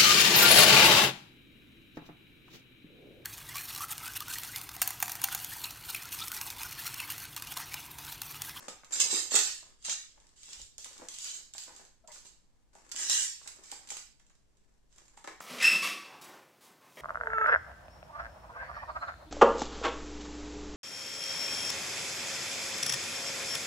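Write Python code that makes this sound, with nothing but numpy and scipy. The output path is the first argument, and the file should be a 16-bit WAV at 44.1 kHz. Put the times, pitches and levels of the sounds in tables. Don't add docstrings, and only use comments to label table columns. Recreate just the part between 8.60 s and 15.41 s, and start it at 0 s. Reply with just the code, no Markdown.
import sys
import numpy as np
from scipy import signal
from scipy.fft import rfft, irfft
from scipy.io import wavfile

SR = 44100
rng = np.random.default_rng(int(sys.argv[2]) if len(sys.argv) > 2 else 0)


def materialize(psi):
    bounded = np.clip(np.atleast_2d(psi).T, -1, 1)
    quanta = np.round(bounded * 32767).astype(np.int16)
    wavfile.write(sys.argv[1], SR, quanta)


N = 300321
TIME = np.arange(N) / SR

# start in seconds, length in seconds, level in dB.
HAND_RUBS = [(0.0, 0.0071, -46), (0.294, 0.2, -49.5), (0.493, 0.38, -52.5), (1.045, 0.024, -59),
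             (1.546, 0.16, -72), (1.862, 0.058, -59.5), (2.301, 0.15, -54.5), (2.604, 0.2, -65),
             (3.06, 0.15, -59.5), (3.53, 0.16, -68.5), (4.126, 0.29, -63.5), (4.379, 0.064, -54.5),
             (4.828, 0.48, -63.5), (5.956, .33, -86), (6.345, 0.12, -67), (6.512, 0.18, -75)]
# start in seconds, level in dB, centre in Hz.
BODY_KNOCKS = [(0.081, -45.5, 700), (0.233, -58, 1060), (0.399, -62, 1500), (0.527, -42, 380),
               (0.536, -47, 378), (0.716, -44.5, 520), (0.741, -37, 416), (0.755, -49, 485),
               (0.766, -40, 1300), (0.792, -53, 600), (1.026, -62.5, 840), (1.28, -51, 536),
               (1.576, -65.5, 720), (1.995, -65, 414), (2.185, -65.5, 745), (2.256, -58, 760),
               (2.396, -56.5, 476), (2.417, -51, 446), (2.426, -55.5, 447), (2.946, -57.5, 844),
               (3.078, -58.5, 855), (3.091, -61, 890), (3.103, -62, 800), (3.195, -61.5, 700),
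               (3.212, -67, 694), (3.255, -69.5, 916), (3.559, -61, 1460), (3.573, -76, 1650),
               (3.65, -65.5, 577), (4.152, -58.5, 617), (4.342, -57, 750), (4.813, -63.5, 940),
               (4.859, -58.5, 856), (4.986, -61.5, 516), (5.122, -51.5, 834), (5.315, -53, 630),
               (5.599, -72.5, 1710), (5.701, -73, 1700), (6.384, -67, 1590), (6.573, -56.5, 1070),
               (6.643, -50, 900), (6.674, -43.5, 1020), (6.681, -48.5, 920), (6.804, -45.5, 1200)]
# start in seconds, level in dB, scraping lead-in in seconds.
PLASTIC_CLICKS = [(0.0827, -42.5, 0.00063), (0.245, -54.5, 0.0012), (0.322, -43, .001),
                  (0.327, -39.5, 0.0014), (0.398, -33, .001), (0.515, -37, 0.0011), (0.539, -36, 0.00047),
                  (0.568, -36, 0.00032), (0.591, -39, .0003), (0.608, -51, .0006), (0.7602, -24, 0.0006),
                  (0.7895, -27.5, 0.0005), (0.831, -40.5, 0.00047), (1.225, -56, .0005),
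                  (1.249, -37, 0.0021), (1.2956, -30.5, 0.00066), (1.301, -38, 0.00061),
                  (1.324, -51, .0005), (1.6007, -60.5, .0004), (1.6307, -72, .0004), (1.6683, -61, 0.00034),
                  (1.6912, -64.5, .0004), (1.832, -48, 0.00024), (1.931, -42, 0.00051),
                  (2.0157, -44.5, 0.00073), (2.181, -41.5, 0.00054), (2.2445, -39.5, 0.00051),
                  (2.331, -53, 0.00036), (2.379, -50, 0.00025), (2.4858, -38.5, .0002),
                  (2.541, -45, 0.00033), (2.5657, -50, 0.0009), (2.586, -40, 0.0002), (2.645, -39, 0.0004),
                  (2.753, -49, 0.0011), (2.9368, -44, 0.00047), (2.9806, -39, 0.00043), (3.002, -52, .0003),
                  (3.019, -57, 0.00037), (3.0364, -47.5, .0003), (3.1624, -51, 0.0014), (3.251, -57, .0003),
                  (3.474, -52, 0.0015), (3.515, -47.5, 0.003), (4.151, -59, 0.00073), (4.292, -58, 0.00038),
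                  (4.3155, -39.5, 0.00027), (4.32, -39, 0.00023), (4.357, -45, 0.00043),
                  (4.362, -37.5, 0.00043), (4.431, -38, 0.00078), (4.497, -27, 0.00071),
                  (4.51, -36.5, 0.00063), (4.529, -31.5, 0.00072), (4.5674, -36, 0.00048),
                  (4.875, -41, 0.00033), (4.878, -49, .0004), (5.037, -55, 0.00025),
                  (5.116, -40.5, 0.00028), (5.273, -53, 0.00042), (5.289, -49, .0003),
                  (5.3035, -37.5, 0.00036), (5.321, -49, 0.00055), (5.369, -42.5, 0.00014),
                  (5.597, -66, .0006), (5.666, -68.5, 0.00038), (5.697, -68, 0.0012),
                  (5.752, -71.5, 0.00039), (5.9696, -72.5, .001), (6.326, -68, 0.00036),
                  (6.36, -64, 0.0011), (6.382, -57.5, 0.00077), (6.453, -66.5, 0.00093),
                  (6.481, -62, 0.00058), (6.569, -55.5, 0.0037), (6.641, -53.5, 0.0014),
                  (6.674, -48.5, 0.00088), (6.804, -51.5, 0.00019)]
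# start in seconds, length in seconds, opening level in dB,
# change over the slide in dB.
PELLET_SLIDES = [(0.317, 0.088, -31.5, -2.5), (0.402, 0.019, -13.5, -16.5), (0.492, 0.1, -28.5, -1),
                 (0.697, 0.043, -36, 12.5), (0.758, 0.06, -27, -0.5), (0.834, 0.092, -34, -3),
                 (1.16, 0.077, -75.5, 20), (1.238, 0.083, -34.5, 4), (1.275, 0.036, -36, -4),
                 (1.752, 0.18, -60, 17.5), (1.976, 0.032, -47.5, 2), (2.188, 0.26, -47, -17),
                 (2.501, 0.19, -47, 11.5), (2.691, 0.079, -47, 3.5), (2.932, 0.1, -52, 5),
                 (3.109, 0.097, -61, 3), (3.527, 0.051, -48, -2), (3.643, 0.014, -49, 2),
                 (4.358, 0.18, -33, 1.5), (4.493, 0.15, -22.5, -8), (4.816, 0.053, -53.5, -3),
                 (5.025, 0.11, -54.5, 5.5), (5.286, 0.11, -49, -4), (6.292, 0.089, -71.5, 3.5)]
# start in seconds, level in dB, bounce gap in seconds.
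LATCH_SNAPS = [(0.402, -21, 0.0073), (0.753, -20.5, 0.0043)]
# start in seconds, level in dB.
ARM_BUMPS = [(1.975, -53), (2.017, -51)]
# start in seconds, level in dB, pitch in Hz, length in seconds.
JOINT_CREAKS = [(3.435, -58, 648, 0.026), (3.474, -55.5, 631, 0.033), (3.475, -53, 891, 0.03),
                (3.496, -59, 1943, 0.023)]

# frequency in Hz, relative level in dB.
SKIN_SPECTRUM = [(80, -23), (200, -11.5), (330, 0), (600, -5.5), (1000, -4), (1700, -6.5), (3500, -16),
                 (7500, -6.5), (10000, -21), (15000, -36.5)]
BODY_SPECTRUM = [(60, -24), (150, -5.5), (230, 1), (330, 4.5), (460, 2), (560, -2), (800, -0.5), (1300, -2),
                 (1800, -3), (3000, -8), (8000, -24)]
WALL_SPECTRUM = [(80, -48.5), (250, -20), (700, -14.5), (1200, -12.5), (1800, -10.5), (2500, -7.5),
                 (3600, -4.5), (5500, -3.5), (7400, 3.5), (8800, -3.5), (10200, -10.5), (12000, -8),
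                 (13000, -14), (15000, -18)]
AIR_SPECTRUM = [(20, 2), (32, -14), (47, 1), (62, -7.5), (80, -15.5), (110, -13), (200, -17), (400, -23),
                (900, -29), (1400, -35), (3000, -36), (7000, -38.5), (10500, -44.5), (15000, -54.5)]
# pour level in dB, share from 0 to 1.
GRAIN_SHARE = [(-50, .2), (-33, 1)]
# frequency in Hz, width in Hz, gain in dB.
CASING_MODES = [(1400, 660, 4), (1894, 180, 3), (2870, 170, -9.5), (3360, 160, -9.5), (3930, 153, -4),
                (4600, 200, -4), (5300, 150, 10.5), (5930, 150, 13), (6150, 120, 8), (6980, 190, -0.5),
                (6810, 400, 0), (8020, 178, -1), (8750, 450, -2), (9860, 170, 4.5)]
# time in seconds, share from 0 to 1.
CASING_SHARE = [(4.1, 0), (4.36, 0.27), (4.7, 0.19), (5, 0.15)]
# frequency in Hz, width in Hz,
# gain in dB while loose, gain in dB once latched.
TUBE_MODES = [(1760, 90, -2.5, -7), (3100, 86, -9, -12.5), (3860, 47, -6, -18), (4677, 69.5, -13.5, -4.5),
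              (4900, 170, 1.5, -8.5), (5300, 34, -1, -5.5), (6400, 120, -5, -5), (7260, 43, -7, -12.5),
              (7490, 85, -7.5, 0), (7380, 320, -1, -6), (7750, 38, -8.5, -2), (8560, 37, -16.5, -14),
              (14110, 42, -3.5, -5.5), (14940, 120, -11.5, -8.5)]
# time in seconds, share latched from 0 to 1.
LATCHED_SHARE = [(.7, 0.21), (.75, 1)]
# time in seconds,
# then gains in dB for the left ring, the right ring, the treble and the low mids.
RATTLE_TONE = [(0.22, -33, -4, -6, 9), (0.34, -18, 4.5, -8, 0.5), (0.8, -31, 8.5, -8.5, -1),
               (1.35, -38, -9, -17.5, -2), (2.2, -49.5, -9.5, -9.5, -10.5), (3.3, -38.5, 2.5, -7.5, -2),
               (4.5, -25.5, -0.5, -6.5, -2), (5.4, -26.5, 4, -8, 6), (6.8, -20, 2, -8, 5.5)]
# frequency in Hz, seconds to fall 60 dB.
ROOM_DECAY = [(150, 0.36), (400, 0.24), (1400, 0.44), (4000, 0.48), (8000, 0.4), (14000, 0.46)]


def from_db(db):
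    return 10 ** (np.asarray(db) / 20)


def rms_one(x):
    return x / np.sqrt(np.mean(x ** 2) + 1e-20)


def unit_energy(x):
    return x / np.sqrt(np.sum(x ** 2, axis=-1, keepdims=True) + 1e-20)


def in_time(rows):
    s, *columns = np.transpose(rows)
    return [np.interp(TIME, s, c) for c in columns]


def at_hz(points, hz):
    f, value = np.transpose(points)
    return np.interp(np.log(hz + 1), np.log(f), value)


def convolve(x, response):
    return signal.fftconvolve(np.atleast_2d(x), np.atleast_2d(response), axes=-1)[:, :x.shape[-1]]


def colour(x, spectrum, size=4096):
    cepstrum = irfft(np.log(from_db(at_hz(spectrum, np.fft.rfftfreq(size, 1 / SR)))))
    cepstrum[1:size // 2] *= 2
    cepstrum[size // 2 + 1:] = 0
    return convolve(x, unit_energy(irfft(np.exp(rfft(cepstrum)))))


def resonance(x, hz, width_hz):
    return signal.lfilter(*signal.iirpeak(hz, hz / width_hz, fs=SR), x + 1e-18)


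def stereo_noise(count, alike):
    mid, side = rng.standard_normal((2, count))
    return (np.sqrt(1 + alike) * mid + np.sqrt(1 - alike) * side * [[1], [-1]]) / np.sqrt(2)


def dying(t60, count):
    return np.exp(-np.log(1000) * TIME[:count] / t60)


def uneven(spread_db, step_s, count):
    steps = np.arange(0, count / SR + step_s, step_s)
    step_db = spread_db * np.clip(rng.standard_normal(len(steps)), -2, 2)
    return from_db(np.interp(TIME[:count], steps, step_db))


def stroke(start_s, length_s, attack_s, release_t60):
    t = np.maximum(TIME - start_s, 0)
    return np.minimum(t / attack_s, 1) * from_db(-60 * np.clip((t - length_s) / release_t60, 0, 2))


def add(out, s, sound):
    start = int(np.clip(s * SR, 0, N - 1))
    out[:, start:start + sound.shape[1]] += sound[:, :N - start]


def contacts(per_s, spread_db):
    chance = per_s / SR
    sizes = rms_one(from_db(spread_db * np.clip(rng.standard_normal(N), -2, 2)))
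    return (rng.random(N) < chance) * sizes * rng.choice([-1, 1], N) / np.sqrt(chance)


def room_air(level_db=-66.5):
    return from_db(level_db) * rms_one(colour(stereo_noise(N, alike=0.17), AIR_SPECTRUM, size=16384))


def hand_rubs(slip_t60=0.031, hold_db=-81.5, gain_db=-5):
    slip_power = convolve(contacts(per_s=350, spread_db=5) ** 2, dying(slip_t60, count=2048) ** 2)
    slips = rms_one(np.sqrt(np.abs(slip_power)) * stereo_noise(N, alike=0.09))
    strokes = sum(from_db(db) * stroke(s, length, attack_s=0.014, release_t60=0.31)
                  for s, length, db in HAND_RUBS)
    return colour(slips * (from_db(hold_db) + strokes) * from_db(gain_db), SKIN_SPECTRUM)


def body_knocks(db_per_octave=7, t60=0.026, build_s=0.0039, gain_db=28, count=8000):
    out = np.zeros((2, N))
    hz, body_db = np.transpose(BODY_SPECTRUM)
    envelope = dying(t60, count) * (1 - np.exp(-TIME[:count] / build_s))
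    for s, db, centre_hz in BODY_KNOCKS:
        octaves_away = np.abs(np.log2(hz / centre_hz))
        spectrum = np.column_stack([hz, body_db - db_per_octave * octaves_away])
        knock = colour(stereo_noise(count, alike=0.57) * envelope, spectrum)
        add(out, s, from_db(db + gain_db) * unit_energy(knock))
    return out


def wall_ring(pitches, t60, count):
    hz = rng.uniform(1200, 11000, (pitches, 1))
    phase = rng.uniform(0, 2 * np.pi, (2, pitches, 1))
    return unit_energy(np.sin(2 * np.pi * hz * TIME[:count] + phase).sum(axis=1) * dying(t60, count))


def clicks(rows, crack_t60=0.006, clatter_db=-16, ring_db=-7, gain_db=24, count=4000):
    out = np.zeros((2, N))
    for s, db, scrape_s in rows:
        lead_in = 1 - np.exp(-(TIME[:count] / scrape_s) ** 2)
        clatter_t60 = 0.05 + 7.8 * scrape_s
        ragged = uneven(spread_db=4.5, step_s=0.0013, count=count)
        clatter = from_db(clatter_db) * dying(clatter_t60, count) * ragged
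        envelope = lead_in * (dying(crack_t60, count) + clatter)
        crack = unit_energy(stereo_noise(count, alike=0.049) * envelope)
        ring = from_db(ring_db) * lead_in * wall_ring(pitches=16, t60=0.03, count=count)
        click = colour(crack + ring, WALL_SPECTRUM, size=1024)
        add(out, s, from_db(db + gain_db) * unit_energy(click))
    return out


def pour_force():
    power = 0
    for s, length, db, change_db in PELLET_SLIDES:
        speed = from_db(db + change_db * np.clip((TIME - s) / length, 0, 1))
        power += (speed * stroke(s, length, attack_s=0.012, release_t60=0.18)) ** 2
    return np.sqrt(power)


def pellets(per_s=480, spread_db=2.5, tick_t60=0.012, ring_db=-1, gain_db=-9, count=2800, hits=6000):
    out = np.zeros((2, N))
    times = (np.arange(hits) + rng.random(hits)) / per_s
    sizes = rms_one(from_db(spread_db * np.clip(rng.standard_normal(hits), -2, 1.6)))
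    spots = []
    for _ in range(128):
        tick = unit_energy(stereo_noise(count, alike=0) * dying(tick_t60, count))
        spots.append(tick + from_db(ring_db) * wall_ring(pitches=4, t60=0.04, count=count))
    spot_hit = rng.integers(0, len(spots), hits)
    force = np.interp(times, TIME, pour_force())
    for k in np.flatnonzero(times < TIME[-1]):
        add(out, times[k], sizes[k] * force[k] * spots[spot_hit[k]])
    return from_db(gain_db) * np.sqrt(SR / per_s) * colour(out, WALL_SPECTRUM)


def magazine_latch(bounces=3, loss_db=8, scrape_s=0.00029):
    return clicks([(s + k * gap_s, db - k * loss_db, scrape_s)
                   for s, db, gap_s in LATCH_SNAPS for k in range(bounces)])


def pitched_grain(x, spacing_hz=105, depth=1.15, shift_s=0.11, top_db=5, size=4096):
    out, force = np.zeros((2, N)), pour_force()
    hz = np.arange(spacing_hz, SR / 2, spacing_hz)
    for s in np.arange(0, TIME[-1] + shift_s, shift_s):
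        near = np.abs(TIME - s) < shift_s
        piece = x[:, near] * np.cos(np.pi / 2 * (TIME[near] - s) / shift_s) ** 2
        piece = np.pad(piece, [(0, 0), (0, size // 2)])
        pour_db = 20 * np.log10(force[near].max() + 1e-9)
        share = np.interp(pour_db, *np.transpose(GRAIN_SHARE))
        ripple_db = share * np.minimum(depth * 10 * np.log10(rng.exponential(1, len(hz))), top_db)
        add(out, TIME[near][0], colour(piece, np.column_stack([hz, ripple_db]), size=size))
    return out


def magazine_tube(x, treble_hz=8500, low_mid_hz=2000):
    left_db, right_db, treble_db, low_mid_db = in_time(RATTLE_TONE)
    latched, = in_time(LATCHED_SHARE)
    rings = 0
    for hz, width_hz, loose_db, latched_db in TUBE_MODES:
        drive = (1 - latched) * from_db(loose_db) + latched * from_db(latched_db)
        rings += resonance(x * drive, hz, width_hz)
    treble = signal.sosfiltfilt(signal.butter(4, treble_hz, "high", fs=SR, output="sos"), x)
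    low_mid = signal.lfilter(*signal.butter(1, low_mid_hz, fs=SR), x)
    shelves = (from_db(treble_db) - 1) * treble + (from_db(low_mid_db) - 1) * low_mid
    return x + from_db([left_db, right_db]) * rings + shelves


def arm_bumps(hz=42, t60=0.2, rustle_db=-7, count=10000):
    out = np.zeros((2, N))
    sway = np.sin(2 * np.pi * hz * TIME[:count])
    for s, db in ARM_BUMPS:
        rustle = colour(stereo_noise(count, alike=0.3), [(30, -6), (110, 13), (220, -27), (1000, -62)])
        add(out, s, from_db(db) * dying(t60, count) * (sway + from_db(rustle_db) * rustle))
    return out


def joint_creaks(bend=0.033, waver=0.61, rough_db=1.5, overtone_db=-15, count=4000):
    out = np.zeros((2, N))
    for s, db, hz, length in JOINT_CREAKS:
        stress = np.sin(np.pi * np.minimum(TIME[:count] / length, 1)) ** 2
        pitch_hz = hz * (1 + bend * (stress - 0.5) + waver * rng.standard_normal(count))
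        cycles = np.cumsum(pitch_hz) / SR
        slips = from_db(rough_db * np.interp(cycles, np.arange(count), rng.standard_normal(count)))
        tone = np.sin(2 * np.pi * cycles) + from_db(overtone_db) * np.sin(4 * np.pi * cycles)
        add(out, s, from_db(db) * stress * slips * tone[None])
    return out


def casing(x):
    share, = in_time(CASING_SHARE)
    rings = sum(from_db(db) * resonance(x * uneven(spread_db=4, step_s=0.06, count=N), hz, width_hz)
                for hz, width_hz, db in CASING_MODES)
    return (1 - share) * x + share * rings


def reverb(x, wet_db, alike, build_s=0.0024, count=32768):
    hz = np.fft.rfftfreq(count, 1 / SR)
    white = rfft(stereo_noise(count, alike))
    octave = np.round(np.log2(np.maximum(hz, 125) / 125))
    tail = 0
    for k in np.unique(octave):
        t60 = at_hz(ROOM_DECAY, np.median(hz[octave == k]))
        tail += irfft(white * (octave == k)) * dying(t60, count)
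    build_up = 1 - np.exp(-(TIME[:count] / build_s) ** 2)
    return from_db(wet_db) * convolve(x, unit_energy(tail * build_up))


def room(x, wet_db, alike):
    return x + reverb(x, wet_db, alike)


def scene():
    seams = clicks(PLASTIC_CLICKS)
    latch = magazine_latch()
    rattle = room(pellets(), wet_db=-1, alike=-0.18) + latch
    rattle += reverb(seams + latch, wet_db=1.5, alike=-0.071)
    rattle = magazine_tube(casing(pitched_grain(rattle)) + seams)
    handling = room(body_knocks() + hand_rubs(), wet_db=0, alike=0.88)
    handling += room(joint_creaks(), wet_db=1, alike=0.3)
    air = room_air()
    return rattle * from_db([[0.4], [2]]) + handling * from_db([[1.6], [0]]) + arm_bumps() + air


def record(dry, cutoff_hz=15300):
    return signal.sosfilt(signal.ellip(10, 0.1, 80, cutoff_hz, fs=SR, output="sos"), dry)


dry = scene()
out = record(dry)
materialize(out)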